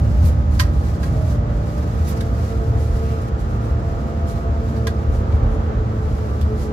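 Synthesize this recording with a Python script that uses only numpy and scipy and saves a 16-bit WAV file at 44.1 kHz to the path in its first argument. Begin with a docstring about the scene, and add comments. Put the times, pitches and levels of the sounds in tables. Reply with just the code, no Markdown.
"""Bus on a valley road, window seat

Tyres shake the cabin into a deep rumble. The diesel drones and its gears whine, sagging near the end.
Ventilation hums and hisses; fabric rustles close by. Bumps ring the cabin air, loose trim clacks,
and three faint hoots sound. The tones shift in balance as the microphones turn from window to front."""
import sys
import numpy as np
from scipy import signal
from scipy.fft import rfft, irfft
from scipy.io import wavfile
from scipy.ndimage import uniform_filter1d

SR = 44100
rng = np.random.default_rng(int(sys.argv[2]) if len(sys.argv) > 2 else 0)


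def log_audio(samples):
    """Write samples as a 16-bit WAV file to the path given in sys.argv[1]."""
    # one column per channel
    frames = np.atleast_2d(samples).T
    # limit to full scale, then quantise
    limited = np.clip(frames, -1, 1)
    pcm = np.round(limited * 32767).astype(np.int16)
    wavfile.write(sys.argv[1], SR, pcm)


N = 296352
TIME, FREQ = np.arange(N) / SR, np.arange(N // 2 + 1) * SR / N

# noise spectra (frequency [Hz], relative density [dB])
HEAVE_SPECTRUM = [(15, -50), (24, -44), (33, -31), (39, 1), (44, 5), (52, 8.5), (64, -43), (120, -75)]
BOOM_SPECTRUM = [(25, -68), (42, -48), (54, 1), (63, 1.5), (78, 5.5), (94, -4.5), (110, -1.5), (135, -8.5),
                 (180, -17.5), (250, -26.5), (500, -65), (3000, -100)]
TYRE_SPECTRUM = [(30, -43), (80, -17), (200, 13.5), (300, 5.5), (390, 4), (500, 4), (700, -1.5), (820, -3),
                 (950, -6.5), (1250, -7), (1700, -13.5), (2500, -24), (4000, -31.5), (9000, -62)]
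AIR_SPECTRUM = [(300, -6), (1500, 11), (2800, 3.5), (4700, -0.5), (6500, -3), (7700, -6), (8600, -34),
                (12000, -15), (15500, -39)]
SLOW_RUB_SPECTRUM = [(700, -19), (2000, 15.5), (3000, 6.5), (4500, 11), (7500, 7), (9000, 0), (11500, 4.5),
                     (13000, -1.5), (15500, -3)]
QUICK_RUB_SPECTRUM = [(1000, -1), (3500, 3), (7000, 2.5), (9000, -3.5), (11500, 0), (14000, -12),
                      (15500, -19)]
CLACK_SPECTRUM = [(300, -50), (800, -22), (1050, -5.5), (1400, 2), (1900, -1.5), (2800, -4), (4500, -6),
                  (6000, -9), (9000, -14.5), (13000, -17), (15500, -30)]
# stereo width (frequency [Hz], side minus mid [dB])
WIDTH = [(60, -50), (110, -13.5), (200, -12), (380, -9), (700, 3.5), (1290, 1.5), (2380, -0.5), (15000, 0)]
# stereo balance (frequency [Hz], left minus right [dB])
BALANCE = [(60, -2), (200, -1), (700, 1), (1290, -3.5), (2380, 0), (4400, -2), (8000, -3), (15000, -1.5)]
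# glass, ceiling and seat echoes (left delay [s], right delay [s], gain)
REFLECTIONS = [(.0021, 0.0035, 0.34), (.0057, 0.0045, 0.24), (.0094, 0.0067, 0.22), (0.0151, 0.018, .22),
               (0.025, 0.014, .18)]
# cabin boom from road roughness (time [s], level [dB])
BOOM_LEVEL = [(0, -15), (.2, -15), (.72, -15), (.92, -19), (1.3, -17), (1.65, -22), (2.3, -20),
              (2.7, -18.5), (3.1, -22), (4.1, -22.5), (4.9, -21.5), (5.4, -18), (5.9, -23.5), (6.4, -22.5),
              (6.72, -21.5)]
# tyre roar (time [s], level [dB])
ROAR_LEVEL = [(0, -31), (.6, -33), (1.1, -32), (2, -31), (3, -32), (4, -30.5), (4.9, -32), (5.45, -28),
              (5.8, -30), (6.2, -31.5), (6.72, -32.5)]
# road dips (centre [s], heave level [dB], half length [s])
DIPS = [(.57, -28, 0.094), (.88, -32, 0.043), (1.543, -22, 0.05), (2.931, -22, 0.058), (3.477, -26, 0.088),
        (3.92, -27, 0.05), (5.15, -23, 0.053), (5.475, -17, 0.11), (5.793, -21.5, 0.062),
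        (6.113, -25, 0.059), (6.556, -25.5, 0.049)]
# crankshaft (time [s], speed [rev/s])
SHAFT_SPEED = [(0, 19.0), (.6, 18.92), (1.2, 18.93), (1.8, 18.81), (2.4, 18.78), (3, 18.82), (3.5, 18.75),
               (4.1, 18.82), (4.6, 18.72), (5.1, 18.65), (5.5, 18.41), (5.9, 18.2), (6.72, 18.09)]
# microphones turning through the cabin's standing waves (time [s], turn [0 window, 1 front])
TURN = [(0, 0.17), (1.8, 0), (2.4, 0.72), (6.72, 0.69)]
# engine lines (crankshaft order, rounded to halves in use; window level [dB], front level [dB])
ENGINE_ORDERS = [(3, -35, -34.5), (4, -34, -32.5), (6, -30.5, -27.5), (7.5, -35, -35.5), (9, -32.5, -47.5),
                 (12, -36.5, -34), (13.5, -54, -45), (16.5, -49, -45), (18, -47.5, -42.5), (20, -74, -34.5),
                 (27, -52, -40), (29, -51.5, -48.5), (32, -52, -58), (43, -62, -56), (48.14, -60, -57),
                 (73, -67.5, -60), (72, -67, -43.5)]
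# gear whine under load (time [s], 24-tooth level [dB], 36-tooth level [dB])
MESH_LEVELS = [(0, -61, -53), (.7, -54, -67), (1.0, -37.5, -43), (1.75, -39.5, -48.5), (2.55, -33.5, -39),
               (3.1, -35.5, -42.5), (3.5, -37, -50.5), (3.8, -41.5, -39.5), (4.35, -39, -38),
               (5.15, -39.5, -42.5), (5.5, -43, -53), (5.8, -37.5, -47), (6.72, -30, -52)]
# blade tones (frequency [Hz], window level [dB], front level [dB])
BLOWER_LINES = [(296.5, -38.5, -48.5), (590.4, -41.5, -51), (809, -49.5, -52)]
# fabric strokes (peak [s], level [dB], half length [s])
STROKES = [(0.113, -52.5, 0.29), (0.269, -41, 0.05), (0.556, -46, 0.046), (0.765, -51, 0.053),
           (.89, -47, 0.09), (1.052, -45, 0.051), (1.198, -49.5, 0.093), (1.305, -45.5, 0.055),
           (1.623, -59, 0.11), (1.825, -49, 0.23), (2.094, -41.5, 0.038), (2.127, -46, 0.19),
           (2.462, -46, 0.13), (2.68, -54, 0.094), (2.83, -46, 0.063), (2.95, -47.5, 0.056),
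           (3.09, -49, 0.18), (3.223, -50, 0.019), (3.286, -49.5, .008), (3.41, -50.5, 0.032),
           (3.533, -56, 0.067), (3.655, -52.5, 0.05), (4.004, -55.5, 0.27), (4.3, -44.5, 0.034),
           (4.38, -51, 0.074), (4.74, -52.5, 0.2), (5.002, -59, 0.12), (5.16, -50, 0.053),
           (5.33, -56, 0.06), (5.546, -55, 0.026), (6.234, -52, 0.33), (6.623, -46, 0.062)]
# dull scrape (peak [s], level [dB], half length [s], centre [Hz])
SCRAPE = (3.1, -50, .09, 2500)
# road bumps (time [s], level [dB], cabin ring [Hz])
JOLTS = [(0.163, -9.5, 74.6), (0.236, -3.5, 81.6), (0.566, -23, 60), (2.0, -12, 81.5), (2.753, -8.5, 71),
         (2.89, -17, 69.6), (3.7, -12, 69.7), (4.219, -13, 69.6), (4.491, -9.5, 72.5), (5.072, -5.5, 69),
         (5.329, -8, 75), (6.051, -12, 70.7), (6.421, -8, 74.7)]
# loose trim modes (frequency [Hz], width [Hz], gain [dB])
TRIM_MODES = [(1026, 92, 19), (1616, 36.6, 13), (1890, 28, 14.5), (2140, 36, -14), (3930, 73, -1.5),
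              (4440, 64, 6), (5570, 19, 4)]
# trim impacts (time [s], level [dB], tilt [dB/octave], contact snap [Hz])
CLACKS = [(0.592, -26, 0, 4760), (0.5965, -16, 0.9, 4830), (0.603, -28.5, 6.5, 3000), (1.03, -30, -1, 4570),
          (2.207, -32, 3, 3670), (4.763, -42, 0.5, 4500), (4.8696, -23, 2, 3400), (5.321, -40.5, -2, 4510),
          (6.411, -35.5, 4, 3400)]
# hoots (peak [s], pitch [Hz], level [dB], half length [s])
HOOTS = [(1.208, 630, -32, 0.086), (1.574, 610, -40, 0.06), (2.348, 518, -38.5, 0.12)]


def undb(db):
    """Decibels to gain."""
    return 10 ** (np.asarray(db) / 20)


def curves(table):
    """Columns of a timed table, per sample."""
    s, *columns = np.transpose(table)
    return [np.interp(TIME, s, column) for column in columns]


def colour(points):
    """Gain per frequency bin from (Hz, dB) points."""
    hz, db = np.transpose(points)
    return undb(np.interp(np.log(FREQ + 1), np.log(hz), db))


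def unit(x):
    """Divide by the root of the mean square."""
    return x / np.sqrt(np.mean(x ** 2))


def walk(rate_hz):
    """Random wander below rate_hz, rms 1."""
    return unit(irfft(rfft(rng.standard_normal(N)) / (1 + (FREQ / rate_hz) ** 4), N))


def swell(peak_s, half_s):
    """Gaussian rise and fall."""
    return np.exp(-((TIME - peak_s) / half_s) ** 2)


def decay(age_s, t60_s):
    """Exponential fall, 60 dB in t60_s."""
    return np.exp(-np.log(1000) * age_s / t60_s)


def resonance(hz, width_hz):
    """Response of one mode, gain 1 at centre."""
    return 1j * FREQ * width_hz / (hz ** 2 - FREQ ** 2 + 1j * FREQ * width_hz)


def cabin_noise(gain):
    """Diffuse stereo noise: bass alike on both sides, treble unrelated."""
    mid, side = rfft(rng.standard_normal((2, N)))
    side = side * colour(WIDTH)
    lean = np.sqrt(colour(BALANCE))
    return unit(irfft(gain * np.array([(mid + side) * lean, (mid - side) / lean]), N))


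def steady_noise(spectrum, window_s):
    """Cabin noise with slow swells evened out."""
    noise = cabin_noise(colour(spectrum))
    power = uniform_filter1d(np.mean(noise ** 2, axis=0), int(window_s * SR))
    return noise / np.sqrt(power + 1e-6)


def near_noise(spectrum):
    """Cabin noise comb-filtered by close surfaces."""
    comb = 1 + sum(gain * np.exp(-2j * np.pi * np.outer([left_s, right_s], FREQ))
                   for left_s, right_s, gain in REFLECTIONS)
    return unit(irfft(rfft(cabin_noise(colour(spectrum))) * comb, N))


def tone(hz, waver_db, smear_rad, lead_s=0.00026):
    """A line wavering as the cabin sways; left channel leads."""
    phase = 2 * np.pi * np.cumsum(hz + np.zeros(N)) / SR + smear_rad * walk(6.9)
    pair = np.array([np.sin(phase + 2 * np.pi * hz * lead_s), np.sin(phase)])
    return unit(undb(waver_db * walk(2.4)) * pair)


def road(heave_re_boom_db=-21, heave_wander_db=5.5):
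    """The surface booms in the cabin and roars under the tyres; the body heaves, most in dips."""
    boom_db, = curves(BOOM_LEVEL)
    roar_db, = curves(ROAR_LEVEL)
    sway = undb(boom_db + heave_re_boom_db + heave_wander_db * walk(5.1))
    dips = sum(undb(db) * swell(s, half_s) for s, db, half_s in DIPS)
    heave = (sway + dips) * steady_noise(HEAVE_SPECTRUM, window_s=0.085)
    boom = undb(boom_db) * steady_noise(BOOM_SPECTRUM, window_s=0.12)
    roar = undb(roar_db + 0.75 * walk(14.5)) * cabin_noise(colour(TYRE_SPECTRUM))
    return heave + boom + roar


def engine(shaft_hz, turn):
    """Diesel drone on whole and half orders; six cylinders fire on multiples of 3."""
    out = 0
    for order, window_db, front_db in ENGINE_ORDERS:
        line = tone(shaft_hz * np.round(2 * order) / 2, waver_db=2, smear_rad=0.33)
        out += undb(window_db + turn * (front_db - window_db)) * line
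    return out


def driveline(shaft_hz, flutter_db=-12):
    """Two gear meshes whine, the lower throbbing; a belt-driven unit sings thinly above."""
    low_db, high_db = curves(MESH_LEVELS)
    low_hz, high_hz, belt_hz = 24 * shaft_hz, 36 * shaft_hz, 65.22 * shaft_hz
    beat_hz = 0.32 * shaft_hz
    mesh = tone(low_hz, waver_db=4.5, smear_rad=0.41)
    sideband = undb(-4) * tone(low_hz - beat_hz, waver_db=2.5, smear_rad=1.0)
    low = undb(low_db) * unit(mesh + sideband)
    high = undb(high_db) * tone(high_hz, waver_db=0.5, smear_rad=0.091, lead_s=0.0002)
    belt = undb([[-46.5], [-43.5]]) * tone(belt_hz, waver_db=2, smear_rad=0.4, lead_s=0.00034)
    flutter = 1 + undb(flutter_db) * walk(18)  # road shake varies the tooth load
    return (low + high) * flutter + belt


def blower(turn, hiss_db=-49):
    """Ventilation: blade tones and smooth air hiss."""
    hum = sum(undb(window_db + turn * (front_db - window_db)) * tone(hz, waver_db=2, smear_rad=1.13)
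              for hz, window_db, front_db in BLOWER_LINES)
    return hum + undb(hiss_db) * near_noise(AIR_SPECTRUM)


def rustle(creep_db=-60.5, quick_s=0.065, crisp_db=-40.5, grain_db=1.13):
    """Fabric creeps and slides as the bus sways: bright when quick, crisp when hard; one dull scrape."""
    slow_power = undb(creep_db - 2.5 * walk(6.5)) ** 2
    quick_power = 0
    for s, db, half_s in STROKES:
        power = (undb(db) * swell(s, half_s)) ** 2
        quick_share = 1 / (1 + (half_s / quick_s) ** 4)
        slow_power += (1 - quick_share) * power
        quick_power += quick_share * power
    sliding = np.sqrt(slow_power) * near_noise(SLOW_RUB_SPECTRUM)
    brushing = np.sqrt(quick_power) * near_noise(QUICK_RUB_SPECTRUM)
    hardness = (quick_power / quick_power.max()) ** 2
    crisp = undb(crisp_db) * hardness * cabin_noise(resonance(hz=12000, width_hz=9000) ** 2)
    s, db, half_s, hz = SCRAPE
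    scrape = undb(db) * swell(s, half_s) * cabin_noise(resonance(hz, width_hz=1320) ** 2)
    return (sliding + brushing + crisp + scrape) * undb(grain_db * walk(33))


def jolts(rise_s=0.0034, t60_s=0.26):
    """Each bump rings the cabin's lowest air resonance for a few cycles."""
    out = 0
    for s, db, hz in JOLTS:
        age_s = np.maximum(TIME - s, 0)
        envelope = (1 - np.exp(-age_s / rise_s)) * decay(age_s, t60_s)
        out += undb(db) * envelope * np.sin(2 * np.pi * hz * age_s)
    return out * undb([[0.8], [-0.8]])


def clacks(rise_s=0.0006, tail_db=-20, snap_db=3, grit_db=3):
    """Trim hits its frame: a gritty burst rings its modes and dies quickly among the seats."""
    modes = sum(undb(db) * resonance(hz, width_hz) for hz, width_hz, db in TRIM_MODES)
    chatter = unit(rng.standard_normal((2, N)) * undb(grit_db * walk(1500)))
    spectrum = 0
    for s, db, tilt_db_per_octave, snap_hz in CLACKS:
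        age_s = np.maximum(TIME - s, 0)
        fade = decay(age_s, t60_s=0.07) + undb(tail_db) * decay(age_s, t60_s=0.32)
        burst = chatter * (1 - np.exp(-age_s / rise_s)) * fade
        snap = undb(snap_db) * resonance(snap_hz, width_hz=400)
        body = colour(CLACK_SPECTRUM) * (1 + modes + snap)
        tilt = undb(tilt_db_per_octave * np.log2(FREQ + 1))
        spectrum += undb(db) * rfft(burst) * unit(body * tilt)
    return irfft(spectrum, N) * undb([[-3], [0]])


def hoots():
    """Short soft hoots somewhere in the cabin."""
    return sum(undb(db) * swell(s, half_s) * tone(hz, waver_db=6.5, smear_rad=0.35)
               for s, hz, db, half_s in HOOTS)


def scene():
    """Stereo sum at the seat."""
    shaft_hz, = curves(SHAFT_SPEED)
    turn, = curves(TURN)
    running = road() + engine(shaft_hz, turn) + driveline(shaft_hz) + blower(turn)
    return running + rustle() + jolts() + clacks() + hoots()


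def record(dry):
    """Low cut, soft peak limit, high cut."""
    low_cut_hz, ceiling, high_cut_hz = 33, 0.85, 15550
    sound = signal.sosfilt(signal.butter(6, low_cut_hz, "highpass", fs=SR, output="sos"), dry)
    sound = sound / (1 + (sound / ceiling) ** 6) ** (1 / 6)
    return signal.sosfilt(signal.ellip(10, 0.2, 80, high_cut_hz, fs=SR, output="sos"), sound)


dry = scene()
out = record(dry)
log_audio(out)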